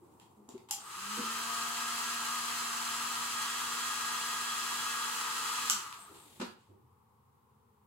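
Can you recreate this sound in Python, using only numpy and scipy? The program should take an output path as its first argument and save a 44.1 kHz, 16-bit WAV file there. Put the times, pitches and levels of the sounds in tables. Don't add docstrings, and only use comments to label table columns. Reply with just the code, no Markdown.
import sys
import numpy as np
from scipy import signal
from scipy.fft import rfft, irfft, next_fast_len
from scipy.io import wavfile

SR = 44100
rng = np.random.default_rng(int(sys.argv[2]) if len(sys.argv) > 2 else 0)


def log_audio(samples):
    frames = np.atleast_2d(samples).T
    limited = np.clip(frames, -1, 1)
    pcm = np.round(limited * 32767).astype(np.int16)
    wavfile.write(sys.argv[1], SR, pcm)


N = 346934
TIME = np.arange(N) / SR
PADDED = next_fast_len(N + SR, True)
HZ = np.maximum(np.fft.rfftfreq(PADDED, 1 / SR), 1)


def from_db(db):
    return 10 ** (np.asarray(db) / 20)


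def in_time(rows):
    s, *columns = np.transpose(rows)
    return [np.interp(TIME, s, column) for column in columns]


def at_hz(points, hz=HZ):
    at, value = np.transpose(points)
    return np.interp(np.log(hz), np.log(at), value)


def lift_db(resonances, hz):
    return sum(lift / (1 + (2 * (hz - centre) / width) ** 2) for centre, width, lift in resonances)


def response(spectrum, resonances=()):
    gain = from_db(at_hz(spectrum) + lift_db(resonances, HZ))
    cepstrum = irfft(np.log(gain / np.sqrt(np.mean(gain ** 2))), PADDED)
    cepstrum[1:PADDED // 2] *= 2
    cepstrum[PADDED // 2 + 1:] = 0
    return np.exp(rfft(cepstrum))


def filtered(x, gain):
    return irfft(rfft(x, PADDED) * gain, PADDED)[..., :N]


def panned(db):
    gains = from_db(np.array([[.5], [-.5]]) * db)
    return gains / np.sqrt(np.mean(gains ** 2, axis=0))


# frequency in Hz, left-right correlation.
STEREO_LIKENESS = [(130, .92), (340, .62), (500, .3), (1100, .25), (1600, -.15), (2500, .05), (6700, -.05),
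                   (7100, .72), (8000, .9), (14000, .94)]

def at_microphones(pair, likeness=STEREO_LIKENESS):
    mid, side = rfft(pair, PADDED)
    alike = at_hz(likeness)
    return (np.sqrt(1 + alike) * mid + np.sqrt(1 - alike) * side * [[1], [-1]]) / np.sqrt(2)


def radiated(pair, gain, likeness=STEREO_LIKENESS):
    return irfft(at_microphones(pair, likeness) * gain, PADDED)[:, :N]


def noise(gain, likeness=STEREO_LIKENESS):
    return radiated(rng.standard_normal((2, PADDED)), gain, likeness)


def drift(rate_hz):
    slow = filtered(rng.standard_normal(PADDED), 1 / (1 + (HZ / rate_hz) ** 2))
    return slow / slow.std()


def swells(rows):
    return sum(from_db(db) * np.exp(-((TIME - s) / half_length) ** 2) for s, db, half_length in rows)


def placed(s, db, sound):
    out, start = np.zeros((2, N + SR)), int(s * SR)
    unit_energy = sound / np.linalg.norm(sound, axis=-1, keepdims=True)
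    out[:, start:start + sound.shape[-1]] = from_db(db) * unit_energy
    return out[:, :N]


# frequency in Hz, relative level in dB.
ROOM_TONE = [(25, -30.5), (58, -26), (82, 0), (135, -3.5), (165, -13), (220, -5.5), (300, -21.5),
             (460, -9.5), (640, -29.5), (850, -9), (1100, -10.5), (1600, -28), (5500, -38), (15000, -36)]

def room_tone(level_db=-67.5):
    return noise(response(ROOM_TONE) * panned(1.5)) * from_db(level_db)


# peak time in seconds, level in dB, half length in seconds.
SHUFFLES = [(0.1, -64, 0.37), (0.7, -64.5, 0.29), (6.25, -65.5, 0.3)]
# frequency in Hz, relative level in dB.
SHUFFLE_COLOUR = [(50, -33), (90, -7), (220, -3.5), (370, -2), (620, -13.5), (900, -4.5), (1700, -29.5),
                  (5500, -33.5), (7600, -27.5), (15000, -36)]

def shuffling(swing_db=2):
    return noise(response(SHUFFLE_COLOUR)) * swells(SHUFFLES) * from_db(swing_db * drift(11.4))


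def contact(s, db, rise_s):
    age = np.arange(SR // 4) / SR / rise_s
    return placed(s, db, rng.standard_normal((2, len(age))) * age * np.exp(-age))


def thud(s, db, rise_s, hz):
    age = np.arange(SR // 4) / SR
    return placed(s, db, np.sin(2 * np.pi * hz * age) * age * np.exp(-age / rise_s))


# start in seconds, clatter level
# before dulling in dB, rise in seconds, dulling cutoff in Hz, thud pitch in Hz, thud level in dB.
BUMPS = [(0.017, -36, 0.011, 447, 352, -26.5), (0.366, -27, 0.034, 400, 210, -25.5),
         (0.485, -20, 0.0053, 700, 250, -26), (0.541, -20, 0.0046, 396.5, 239, -18.5),
         (0.549, -28, 0.0093, 493, 370.5, -14), (1.168, -12.5, .02, 507, 479, -18.5),
         (1.19, -30, 0.006, 500, 236, -11), (6.086, -23, 0.022, 600, 185, -43),
         (6.398, -15, 0.0051, 10000, 216, -13.5), (6.41, -9.5, 0.0072, 9100, 375, -13.5),
         (6.424, -23, 0.0055, 2000, 244, -10), (6.684, -17.5, 0.024, 262, 98.6, -27),
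         (6.817, -31, 0.019, 199, 127, -34.5)]
# frequency in Hz, relative level in dB.
BUMP_COLOUR = [(50, -31), (110, -28), (220, -6.5), (380, 4), (620, -10), (900, -4.5), (1300, -4.5),
               (1900, -13.5), (2800, -11), (5000, -16), (8000, -22), (15000, -34)]

def bumps(room, clatter_wet_db=-1, thud_wet_db=-9):
    clatter, thuds = 0, 0
    for s, db, rise_s, dull_hz, thud_hz, thud_db in BUMPS:
        dulling = signal.butter(2, dull_hz, fs=SR, output="sos")
        clatter = clatter + signal.sosfilt(dulling, contact(s, db, rise_s) + 1e-18)
        thuds = thuds + thud(s, thud_db, rise_s, thud_hz)
    clatter = radiated(clatter, response(BUMP_COLOUR) * (1 + from_db(clatter_wet_db) * room))
    return clatter + filtered(thuds, 1 + from_db(thud_wet_db) * room)


# frequency in Hz, time to fall 60 dB in seconds.
ROOM_T60 = [(150, 0.35), (400, 0.324), (1200, 0.39), (3000, 0.38), (7500, 0.3), (15000, 0.23)]

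def room_response(build_s=0.0054):
    age, tail = np.arange(SR) / SR, 0
    spectrum, hz = rfft(rng.standard_normal((2, SR))), np.arange(SR // 2 + 1)
    edges_hz = [0, 300, 700, 2000, 5000, 10000, SR / 2]
    for low, high in zip(edges_hz, edges_hz[1:]):
        band = irfft(spectrum * ((hz >= low) & (hz < high)))
        tail = tail + band * from_db(-60 * age / at_hz(ROOM_T60, (low + high) / 2))
    tail = tail * (1 - np.exp(-(age / build_s) ** 2))
    return at_microphones(tail / np.sqrt(np.sum(tail ** 2) / 2))


# start in seconds, level in dB, rise in seconds.
RUBS = [(0.198, -35, 0.001), (0.212, -38, 0.0083), (0.5, -35, 0.019), (0.578, -34.5, 0.0016),
        (0.687, -29, 0.002), (0.692, -29, 0.0063), (5.926, -21, 0.00054), (6.142, -30, 0.0085),
        (6.568, -40.5, 0.04)]
# frequency in Hz, relative level in dB.
RUB_COLOUR = [(300, -14), (620, -12), (900, 11), (1700, -6), (3200, 2), (5500, -6.5), (7600, -3),
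              (11000, -11), (15500, -21)]

def fingers(room, wet_db=1):
    rubs = sum(contact(*row) for row in RUBS)
    return radiated(rubs, response(RUB_COLOUR) * (1 + from_db(wet_db) * room))


# start in seconds, snap level in dB, snap rise in seconds,
# knock pitch in Hz, knock level in dB.
SNAPS = [(0.489, -29.5, 0.0012, 900, -36), (0.709, -6.5, 0.0017, 830, -17.5),
         (0.7335, -20, 0.0028, 810, -21.5), (5.696, -17, .0015, 1200, -18.5),
         (5.6981, 1, 0.0007, 1450, -15.5), (5.7055, -11.5, 0.0016, 1230, -14)]
# frequency in Hz, relative level in dB.
SNAP_COLOUR = [(100, -34), (400, -22.5), (620, -28), (850, -8), (1800, -16), (3000, -5), (4200, -5.5),
               (6000, -0.5), (7200, 1), (8600, -5.5), (12000, -6.5), (15500, -15)]
# centre in Hz, width in Hz, lift in dB.
SHELL = [(3146, 330, 6), (5700, 250, 3.5), (7250, 900, 4)]

def switch(room, wet_db=1, knock_s=0.0046, knock_wet_db=-2):
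    snaps = sum(contact(s, db, rise_s) for s, db, rise_s, _, _ in SNAPS)
    knocks = sum(thud(s, db, knock_s, hz) for s, _, _, hz, db in SNAPS)
    snaps = radiated(snaps, response(SNAP_COLOUR, SHELL) * (1 + from_db(wet_db) * room))
    return snaps + filtered(knocks, 1 + from_db(knock_wet_db) * room)


FULL_SPEED_HZ = 236
# time in seconds, turns per second.
RUNNING_SPEED = [(1.75, 234.6), (3.0, 234.9), (3.6, 236.1), (4.75, 236.1), (5.1, 237.2)]

def motor_speed(on_s=0.71, off_s=5.7, spin_up_s=0.178, coast_s=0.59, friction=0.3):
    run_up = 1 - np.exp(-np.maximum(TIME - on_s, 0) / spin_up_s)
    coast = (1 + friction) * np.exp(-np.maximum(TIME - off_s, 0) / coast_s) - friction
    return in_time(RUNNING_SPEED)[0] / FULL_SPEED_HZ * run_up * np.maximum(coast, 0)


# frequency in Hz, relative level in dB.
SCRAPE_COLOUR = [(1000, -8), (3700, 1.5), (5500, -8.5), (7600, -1), (9100, -6.5), (10300, -2.5),
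                 (15000, -13)]
SQUEAK_COLOUR = [(7000, -32), (7600, -7), (8100, -13), (8500, 1), (8900, -11), (9800, -25)]
# peak time in seconds, level in dB,
# half length in seconds.
SQUEAKS = [(0.87, -55, 0.065), (6.02, -55.5, 0.04), (6.2, -64, 0.083)]

def brushes(speed, chatter=0.16, scrape_db=-61.5, stall_share=0.047):
    turn = np.sin(2 * np.pi * np.cumsum(FULL_SPEED_HZ * speed) / SR)
    squeak = noise(response(SQUEAK_COLOUR)) * panned(5.0) * swells(SQUEAKS)
    turning = np.tanh(speed / stall_share)
    scrape = noise(response(SCRAPE_COLOUR)) * panned(1.5) * from_db(scrape_db) * turning
    return (scrape + squeak) * (1 + chatter * turn)


def wall_echoes(echo_db, count=8):
    taps = np.zeros(PADDED)
    signs = rng.choice([-1, 1], count)
    delays_s = rng.uniform(.002, .025, count)
    taps[(delays_s * SR).astype(int)] = from_db(echo_db) * signs
    return 1 + rfft(taps)


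LEFT_LEAD_S = 7e-5
# frequency in Hz, relative level in dB.
RUSH_COLOUR = [(60, -45.5), (130, -22.5), (420, -17.5), (630, -25), (780, -17), (920, -8.5), (1250, -2),
               (1500, -8), (2200, -12.5), (3000, -9), (3600, -14.5), (5500, -15), (10500, -17),
               (13000, -25), (15500, -25.5)]
# centre in Hz, width in Hz, lift in dB.
BARREL = [(880, 51, 8), (983, 40, 7), (1136, 28, 7.5), (1243.5, 64, 9), (1345.5, 24, 9.5), (1527, 13, 9.5),
          (1604, 20, 7.5), (1637, 46, 3.5), (1965, 60, 4), (2620, 100, 3.5), (3065, 65, 1),
          (4170, 590, 6.5), (4977, 124.6, 8), (6240, 300, 6.5), (7480, 1200, 5)]
# frequency in Hz, left-right correlation.
RUSH_LIKENESS = [(240, .86), (380, .7), (560, -.4), (680, .5), (830, .9), (980, .3), (1200, .8),
                 (1550, -.45), (2000, .4), (2300, -.1), (3050, .5), (4000, .15), (4500, -.15), (5600, -.25),
                 (6800, .25), (7000, .9), (8000, .95), (8600, .55), (10000, .7), (11200, .9), (14000, .7)]
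# frequency in Hz, left over right in dB.
RUSH_BALANCE = [(150, 0.5), (450, 2), (700, 0.5), (1250, 3), (1800, 0), (2700, 2), (4000, 0), (7600, -1),
                (8500, 5), (9900, 6), (11200, 0.5)]

def air(speed, roar_db=-40, hiss_db=-38, split_hz=1750, gust_db=0.47, flutter_db=0.5):
    lead = np.exp(1j * np.pi * HZ * LEFT_LEAD_S * np.array([[1], [-1]]) / (1 + (HZ / 2300) ** 8))
    barrel = response(RUSH_COLOUR, BARREL) * panned(at_hz(RUSH_BALANCE)) * lead
    low_share = 1 / (1 + (HZ / split_hz) ** 8)
    roar = noise(barrel * np.sqrt(low_share), RUSH_LIKENESS)
    hiss = noise(barrel * np.sqrt(1 - low_share) * wall_echoes(echo_db=-20), RUSH_LIKENESS)
    roar = roar / roar.std() * speed ** 2.04 * from_db(roar_db + gust_db * drift(9.4))
    hiss = hiss / hiss.std() * speed ** 3.47 * from_db(hiss_db + flutter_db * drift(16))
    return roar + hiss


# multiple of the turning rate, base level in dB, left over right in dB.
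FAN_TONES = [(1, -56, -5), (2, -62.5, 11.5), (3, -61.5, -5), (6, -58, 2), (7, -53, -2.5), (8, -57.5, -7),
             (14, -52.5, -3)]
# time in seconds, hum lift in dB, blade whine lift in dB.
AIM = [(3.1, 1.5, 1.5), (3.5, -0.5, 5), (4.9, -1.5, 5.5), (5.3, -3, 2)]
# centre in Hz, width in Hz, lift in dB.
STANDING_WAVES = [(212.6, 36, 17), (469.9, 3.4, -6.5), (697.3, 24, 17.5)]

def fan(speed, jitter=.0003, mains_hz=50, mains_ripple=0.00966, growth_power=3.5, flutter_db=3.0):
    unsteady = 1 + jitter * drift(10.5) + mains_ripple * np.sin(2 * np.pi * mains_hz * TIME)
    angle = 2 * np.pi * np.cumsum(FULL_SPEED_HZ * speed * unsteady) / SR
    angle = angle + 2 * np.pi * FULL_SPEED_HZ * LEFT_LEAD_S * np.array([[1], [0]])
    hum_db, whine_db = in_time(AIM)
    out, grid_hz = 0, np.arange(SR // 4)
    path_db = lift_db(BARREL, grid_hz) + lift_db(STANDING_WAVES, grid_hz)
    for order, db, pan_db in FAN_TONES:
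        full_hz = round(order) * FULL_SPEED_HZ
        aim_db = hum_db if order == 1 else whine_db if order > 3 else 0
        swell_db = np.interp(full_hz * speed, grid_hz, path_db) - path_db[full_hz]
        waver_db = flutter_db * (1 - 1 / order) ** 2 * drift(5.8)
        tone = np.sin(order * angle + rng.uniform(0, 2 * np.pi))
        out = out + from_db(db + aim_db + swell_db + waver_db) * panned(pan_db) * tone
    return out * speed ** growth_power


def scene():
    speed, room = motor_speed(), room_response()
    dryer = air(speed) + fan(speed) + brushes(speed)
    handling = switch(room) + bumps(room) + fingers(room)
    return dryer + handling + room_tone() + shuffling()


def record(dry):
    return signal.sosfilt(signal.ellip(12, .1, 80, 15800, fs=SR, output="sos"), dry)


dry = scene()
out = record(dry)
log_audio(out)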